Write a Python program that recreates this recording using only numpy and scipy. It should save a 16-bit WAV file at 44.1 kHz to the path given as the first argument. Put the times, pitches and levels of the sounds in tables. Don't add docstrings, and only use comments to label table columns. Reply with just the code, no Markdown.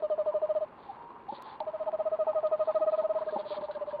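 import sys
import numpy as np
from scipy import signal
from scipy.io import wavfile
from scipy.ndimage import uniform_filter1d

SR = 44100
rng = np.random.default_rng(int(sys.argv[2]) if len(sys.argv) > 2 else 0)


def generate_wav(signal):
    frames = np.transpose(np.atleast_2d(signal))
    scaled = np.clip(frames, -1, 1) * 32767
    pcm = np.round(scaled).astype(np.int16)
    wavfile.write(sys.argv[1], SR, pcm)


def amplitude_ratio(level_db):
    exponent = np.asarray(level_db, float) / 20
    return 10 ** exponent


N = 176400


def rms_one(x):
    return x / np.sqrt(np.mean(x ** 2) + 1e-20)


def seconds():
    return np.arange(N) / SR


def drift(rate_hz):
    r = np.exp(-2 * np.pi * rate_hz / SR)
    return rms_one(signal.lfilter([1], [1, -2 * r, r * r], rng.standard_normal(N + SR))[SR:])


def ring(force, hz, t60_s):
    r, w = amplitude_ratio(-60 / (t60_s * SR)), 2 * np.pi * hz / SR
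    return signal.lfilter([0, np.sin(w)], [1, -2 * r * np.cos(w), r * r], force + 1e-18)


def resonance(x, hz, width_hz):
    r = np.exp(-np.pi * width_hz / SR)
    zeros = np.array([1, 0, -1]) * (1 - r * r) / 2
    return signal.lfilter(zeros, [1, -2 * r * np.cos(2 * np.pi * hz / SR), r * r], x)


def clicks(start_s, level_db):
    out = np.zeros(N)
    out[np.clip((np.asarray(start_s) * SR).astype(int), 0, N - 1)] = amplitude_ratio(np.asarray(level_db))
    return out


def noise_bursts(start_s, level_db, decay_s):
    envelope = signal.lfilter([1], [1, -np.exp(-1 / (decay_s * SR))], clicks(start_s, level_db) + 1e-18)
    return envelope * rng.standard_normal(N)


def swell(start_s, length_s, power):
    return np.sin(np.pi * np.clip((seconds() - start_s) / length_s, 0, 1)) ** power


def grains(per_s, spread_db):
    hit = rng.random(N) < per_s / SR
    size = amplitude_ratio(spread_db * np.minimum(rng.exponential(1, N), 5))
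    return hit * size * rng.standard_normal(N)


def trill():
    # start_s, peak_db, loud_s
    run_one = [(0.025, -24.5, 0.037), (0.101, -23.5, 0.041), (0.181, -24, 0.041), (0.262, -23.5, 0.042),
               (0.342, -23, 0.038), (0.42, -23, 0.035), (0.492, -22.5, 0.031), (0.552, -22.5, 0.031),
               (0.61, -25, 0.032)]
    run_two = [(1.606, -33.0, 0.022), (1.669, -28.5, 0.029), (1.735, -29, 0.029), (1.8, -27, 0.031),
               (1.864, -26, 0.03), (1.928, -25, 0.03), (1.991, -23.5, 0.029), (2.054, -23.5, 0.031),
               (2.118, -23.5, 0.035), (2.191, -22, 0.04), (2.269, -22.5, 0.042), (2.351, -23.5, 0.045),
               (2.433, -22, 0.042), (2.516, -21.5, 0.037), (2.596, -21.5, 0.037), (2.675, -21.5, 0.035),
               (2.748, -20.5, 0.032)]
    run_end = [(2.81, -21, 0.033), (2.866, -20.5, 0.031), (2.922, -22, 0.031), (2.978, -22.5, 0.033),
               (3.037, -22.0, 0.028), (3.094, -22.5, 0.028), (3.151, -23.5, 0.031), (3.209, -27.5, 0.026),
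               (3.267, -27.5, 0.029), (3.327, -28.0, 0.027), (3.388, -30, 0.026), (3.452, -33, 0.024),
               (3.508, -29.5, 0.029), (3.567, -31, 0.028), (3.625, -30, 0.029), (3.689, -31, 0.026),
               (3.751, -31.5, 0.026), (3.811, -27.5, 0.027), (3.873, -31, 0.027), (3.932, -29, 0.031),
               (3.992, -28.5, 0.028)]
    # at_s, pitch_hz, octave_db, pop_db, overshoot_hz, high_overtones_db
    voice = [(0, 597.4, -19, -18, 100.5, 3.5), (0.35, 596, -20.5, -18.5, 94.2, -3.5),
             (0.617, 607.5, -22, -22, 69.4, 1.5), (1.599, 602.8, -23.5, -26, 25, -1),
             (1.681, 620, -17, -19.5, 40, 0.5), (1.86, 616.7, -18.5, -24.5, 54.6, 1),
             (2.103, 620, -16, -22.5, 59.9, -4.5), (2.501, 612, -12.5, -20.5, 69.2, -3.5),
             (2.953, 620, -12.5, -25, 39.35, -5.5), (3.149, 624, -18.5, -24, 41.6, -2),
             (3.298, 607, -15.5, -15, 30.3, -4), (3.499, 591.8, -17, -16, 25.5, -7.5),
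             (4, 584, -21, -23.5, 25.4, 5.5)]
    low_overtones_db = [-23.5, -28]
    high_overtones_db = [-43, -48.5, -53]
    # mode_hz, level_db, t60_s
    pop_modes = [(415, -2.5, 0.073), (900, -13, 0.029), (320, -6.5, 0.011)]
    lead_s, length_per_loud = 0.003937, 1.337
    rise_power, fall_power, octave_power, overtone_power = 0.72, 0.96, 0.2, 1.3
    sag_s, droop_hz_per_s = 0.011, 120
    box_hz, box_t60_s, box_db = 612, 0.14, -21

    start_s, peak_db, loud_s = np.transpose(list(run_one) + list(run_two) + list(run_end))
    at_s, pitch_hz, octave_db, pop_db, overshoot_hz, high_db = np.transpose(voice)
    start_s, t = start_s - lead_s, seconds()
    length_s = length_per_loud * loud_s
    skew = 0.92 - 14 * (loud_s - 0.035)
    k = np.maximum(np.searchsorted(start_s, t) - 1, 0)
    age_s = np.maximum(t - start_s[k], 0)
    progress = (age_s / length_s[k]) ** skew[k]
    arch = np.sin(np.pi * np.clip(age_s / length_s[k], 0, 1) ** skew[k])
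    shape = arch ** np.where(progress < 0.5, rise_power, fall_power)

    hz = np.interp(start_s, at_s, pitch_hz)[k]
    hz = hz + np.interp(start_s, at_s, overshoot_hz)[k] * np.exp(-age_s / sag_s)
    hz = hz - droop_hz_per_s * (age_s - 0.04) + 2.5 * drift(41)
    phase = 2 * np.pi * np.cumsum(hz) / SR

    octave_now_db, high_now_db = np.interp(t, at_s, octave_db), np.interp(t, at_s, high_db)
    octave_onset = 1 - np.exp(-(age_s / 0.016) ** 2)
    octave = amplitude_ratio(octave_now_db) * shape ** octave_power * octave_onset * np.sin(2 * phase + 1.8)
    tone = np.sin(phase) + octave
    for multiple, db in enumerate(low_overtones_db, 3):
        level = amplitude_ratio(db + octave_now_db + 1.6 * drift(26))
        tone += level * shape ** overtone_power * np.sin(multiple * phase)
    for multiple, db in enumerate(high_overtones_db, 5):
        tone += amplitude_ratio(db + high_now_db + 2.3 * drift(39)) * np.sin(multiple * phase)
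    tone *= amplitude_ratio(peak_db[k] + 0.5 * drift(49)) * shape

    tail = resonance(tone, box_hz, 0.47 / box_t60_s) * amplitude_ratio(box_db + 10)
    soft = clicks(start_s + 0.00045, peak_db + np.interp(start_s, at_s, pop_db))
    for width_hz in (1300, 1300, 1000):
        soft = resonance(soft, 600, width_hz)
    soft = soft * amplitude_ratio(17.5)
    pops = sum(amplitude_ratio(db + 2.3 * drift(9.5)) * ring(soft, mode_hz, t60_s) for mode_hz, db, t60_s in pop_modes)
    return tone + tail + pops


def coos():
    # start_s, peak_db, pitch_hz, length_s, glide (units of
    # 14 Hz)
    coo_notes = [(.002, -39.5, 602, 0.018, 2), (1.701, -40.5, 930, 0.015, 5),
                 (3.522, -38.5, 953, 0.012, -0.5), (3.625, -44, 936, 0.0075, 3.5),
                 (3.305, -42.5, 562, 0.017, 0.5), (.322, -38, 976, 0.026, -6),
                 (.385, -50.5, 1050, 0.014, -2), (.888, -34, 800, 0.035, -3.7),
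                 (1.285, -31, 832, 0.035, 8.5), (1.632, -42.5, 800, 0.027, -1), (1.945, -41, 800, 0.02, 1),
                 (2.8, -44.5, 334, 0.029, 3), (1.459, -42.5, 843, 0.022, 0.5),
                 (1.875, -32, 859, 0.032, -7.5), (2.0, -33, 800, 0.017, 4.5), (2.268, -30.5, 880, 0.023, 5),
                 (2.333, -33.5, 842, 0.013, 0.5), (2.38, -36.5, 782, 0.017, -0.5),
                 (2.686, -33.5, 843, .03, -9.5), (2.793, -36.5, 806, 0.026, -8),
                 (2.842, -38, 814, 0.023, -4), (3.016, -35.5, 900, 0.031, 1.9),
                 (3.135, -38, 859, 0.03, -4.5), (3.185, -35.5, 995, 0.025, 3)]
    chirp_notes = [
        (3.248, -54, 1626, 0.011, 1.5),
        (3.2889, -42.5, 1616, 0.021, 1.5),
        (3.711, -46, 1490, 0.011, 1.5),
        (3.7487, -49, 1610, 0.019, 1.5),
        (3.9065, -51, 1638, 0.021, 0.51),
    ]
    out = 0
    for start_s, peak_db, pitch_hz, length_s, glide in list(coo_notes) + list(chirp_notes):
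        age_s = seconds() - start_s + 0.005
        phase = 2 * np.pi * (pitch_hz * age_s + 14 * glide * (age_s ** 2 / length_s - age_s))
        out = out + amplitude_ratio(peak_db) * swell(start_s - 0.005, length_s, 1.4) * np.sin(phase)
    return out + 0.24 * resonance(out, 850, 45)


def feather_colour(x):
    # band_hz, width_hz, level_db
    bands = [(3110, 410, -0.5), (3650, 900, 0.5), (4800, 780, -9), (2230, 810, -6.5)]
    out = 0
    for k, (hz, width_hz, db) in enumerate(bands):
        out = out + (-1) ** k * amplitude_ratio(db) * resonance(resonance(x, hz, width_hz), hz, 3.4 * width_hz)
    return out


def knocks():
    # start_s, peak_db, thud_db, crack_db
    blows = [(1.322, -30, -2, -28), (1.38, -41.5, -2.5, -22), (1.602, -23, -42, -12),
             (3.019, -35.5, -3, -18), (3.355, -28.5, -9, -31), (3.36, -19.5, -8.5, -32.5),
             (3.428, -37, -6, -20), (3.582, -39.5, 1.5, -28), (3.926, -46.5, 1, -32),
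             (3.609, -32, -6.5, -25), (3.683, -32, -25, -26), (3.769, -34.5, -6, -24)]
    # mode_hz, t60_s
    wood_modes = [(220, 0.031), (370, 0.036), (560, 0.067)]
    # mode_hz, level_db, t60_s
    air_modes = [(800, -1, 0.082), (900, 1, 0.052), (990, -2, 0.028), (852, -5.5, 0.057), (620, -7.5, .05)]
    contact_s, rebound_s = 0.00081, 0.00348
    start_s, peak_db, thud_db, crack_db = np.transpose(blows)
    push = np.hanning(int(contact_s * SR))

    def contact(level_db, late_s):
        first = clicks(start_s + late_s, level_db)
        rebound = clicks(start_s + late_s + rebound_s, level_db - 3)
        return signal.lfilter(push / push.sum(), 1, first + rebound)

    air = 0
    for k, (hz, db, t60_s) in enumerate(air_modes):
        air = air + ring(contact(peak_db + db - 6.5, 0.0003 * k), hz, t60_s)
    wood = sum(ring(contact(peak_db + thud_db - 5.0, 0), hz, t60_s) for hz, t60_s in wood_modes)
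    crack = noise_bursts(start_s, peak_db + crack_db + 4, 0.0025)
    highpass = signal.butter(4, 170, "high", fs=SR, output="sos")
    return signal.sosfilt(highpass, resonance(air, 780, 900) + wood) + feather_colour(crack)


def feathers():
    # start_s, length_s, level_db
    strokes = [(0.746, 0.23, -69), (1.287, 0.084, -64), (1.335, 0.057, -56), (1.393, 0.18, -61.5),
               (2.324, 0.09, -75), (2.556, 0.21, -68), (2.736, 0.12, -73), (2.857, 0.2, -65.5),
               (1.0, 0.065, -80), (3.168, 0.063, -65.5), (3.239, 0.15, -63), (3.369, 0.06, -55.5),
               (3.445, 0.15, -52), (3.598, 0.082, -61), (3.694, 0.084, -65.5), (3.854, 0.09, -66)]
    # start_s, peak_db
    tick_events = [
        (1.0241, -54),
        (1.287, -43),
        (2.4702, -40.5),
        (2.7539, -40.5),
        (3.474, -56),
        (3.5268, -35),
        (3.712, -34.5),
        (3.752, -43),
    ]
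    stroke = sum(amplitude_ratio(db) * swell(start_s, length_s, 0.89) for start_s, length_s, db in strokes)
    brush = stroke * amplitude_ratio(1.0 * drift(60)) * rms_one(feather_colour(grains(5400, 1.6)))
    start_s, peak_db = np.transpose(tick_events)
    tick = noise_bursts(start_s - 0.001, peak_db - 3.5, 0.0053)
    return brush + feather_colour(tick)


def litter():
    # at_s, level_db
    contour = [(0, -53), (.8, -54), (1.001, -53.5), (1.249, -56.5), (1.45, -48), (1.751, -52),
               (2.702, -50.5), (3.5, -49), (4, -51)]
    at_s, level_db = np.transpose(contour)
    body = 0
    # mode_hz, width_hz, level_db
    for hz, width_hz, db in [(829, 120, 4.5), (907.5, 100, 0.0), (1024.6, 86, 7.5), (1310, 590, -10.5)]:
        mode = resonance(resonance(grains(1500, 2.5), hz, width_hz), hz, 5 * width_hz)
        body = body + amplitude_ratio(db) * mode
    return amplitude_ratio(np.interp(seconds(), at_s, level_db) + 2.2 * drift(20)) * rms_one(body)


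def far_owl():
    # start_s, length_s, level_db
    calls = [
        (0.967, 0.14, -46.5),
        (1.094, 0.15, -49.5),
        (3.451, 0.35, -53.5),
        (3.893, 0.22, -45.5),
    ]
    pitch_hz = 942
    level = sum(amplitude_ratio(db) * swell(start_s, length_s, 0.4) for start_s, length_s, db in calls)
    phase = 2 * np.pi * np.cumsum(pitch_hz + 2.9 * drift(30)) / SR
    return level * amplitude_ratio(1.9 * drift(25)) * np.sin(phase)


def insect():
    hz, width_hz, level_db = 2800, 24, -81
    band = resonance(resonance(rng.standard_normal(N), hz, width_hz), hz, width_hz)
    return amplitude_ratio(level_db + 2.0 * drift(17)) * rms_one(band)


def night_air():
    # band_hz, level_db
    spectrum = [(25, -13), (80, -9), (400, -2), (1000, -5), (1600, -16.5), (2600, -25), (3500, -48),
                (5200, -41.5)]
    # tone_hz, level_db
    hum_tones = [(60, -85), (120, -71), (240, -62.5)]
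    air_db = -55
    edges_hz = 20 * 2 ** np.arange(0, 8.6, 0.5)
    white = rng.standard_normal((2, N))
    band_hz, level_db = np.transpose(spectrum)
    air = 0
    for k, (low, high) in enumerate(zip(edges_hz, edges_hz[1:])):
        bandpass = signal.butter(2, [low, high], "band", fs=SR, output="sos")
        band = signal.sosfilt(bandpass, white[k % 2])
        band_db = np.interp(np.log(low * high) / 2, np.log(band_hz), level_db)
        air = air + band * amplitude_ratio(band_db + 1.0 * drift(1.9) + 0.6 * drift(25))
    hum = sum(amplitude_ratio(db - 6.0) * np.sin(2 * np.pi * hz * seconds()) for hz, db in hum_tones)
    return amplitude_ratio(air_db) * rms_one(air) + hum


def scene():
    owls = trill() + coos() + far_owl()
    box = knocks() + feathers() + litter()
    return (owls + box + insect() + night_air())[None]


def roll_off(x):
    return signal.sosfilt(signal.butter(12, 15700, fs=SR, output="sos"), x)


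def record(dry):
    glitch_s = [1.4235, 1.876]
    glitch_db = [-36, -58]
    converter_hz, cutoff_hz = 8000, 4490
    grit_db, mirror_db, image_db, hiss_db = -54.5, -3, -67.5, -92
    carrier = np.cos(2 * np.pi * converter_hz * seconds())
    level = uniform_filter1d(np.abs(dry), size=200)
    grit = amplitude_ratio(grit_db) * level * resonance(rng.standard_normal(N), 2400, 3000) * 8
    narrow = signal.sosfilt(signal.butter(8, converter_hz / 2, fs=SR, output="sos"), dry + grit)
    mirror = 2 * amplitude_ratio(mirror_db) * narrow * carrier
    cut = signal.sosfilt(signal.butter(20, cutoff_hz, fs=SR, output="sos"), narrow + mirror)
    image = amplitude_ratio(image_db) * cut * carrier
    hiss = signal.lfilter([1], [1, -0.5], rng.standard_normal(N)) * amplitude_ratio(hiss_db)
    glitch = signal.lfilter([1], [1, -0.5], clicks(glitch_s, glitch_db))
    fade = np.clip((N - np.arange(N)) / 100, 0, 1)
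    return roll_off((cut + image) * fade + hiss + glitch)


dry = scene()
out = record(dry)
generate_wav(out)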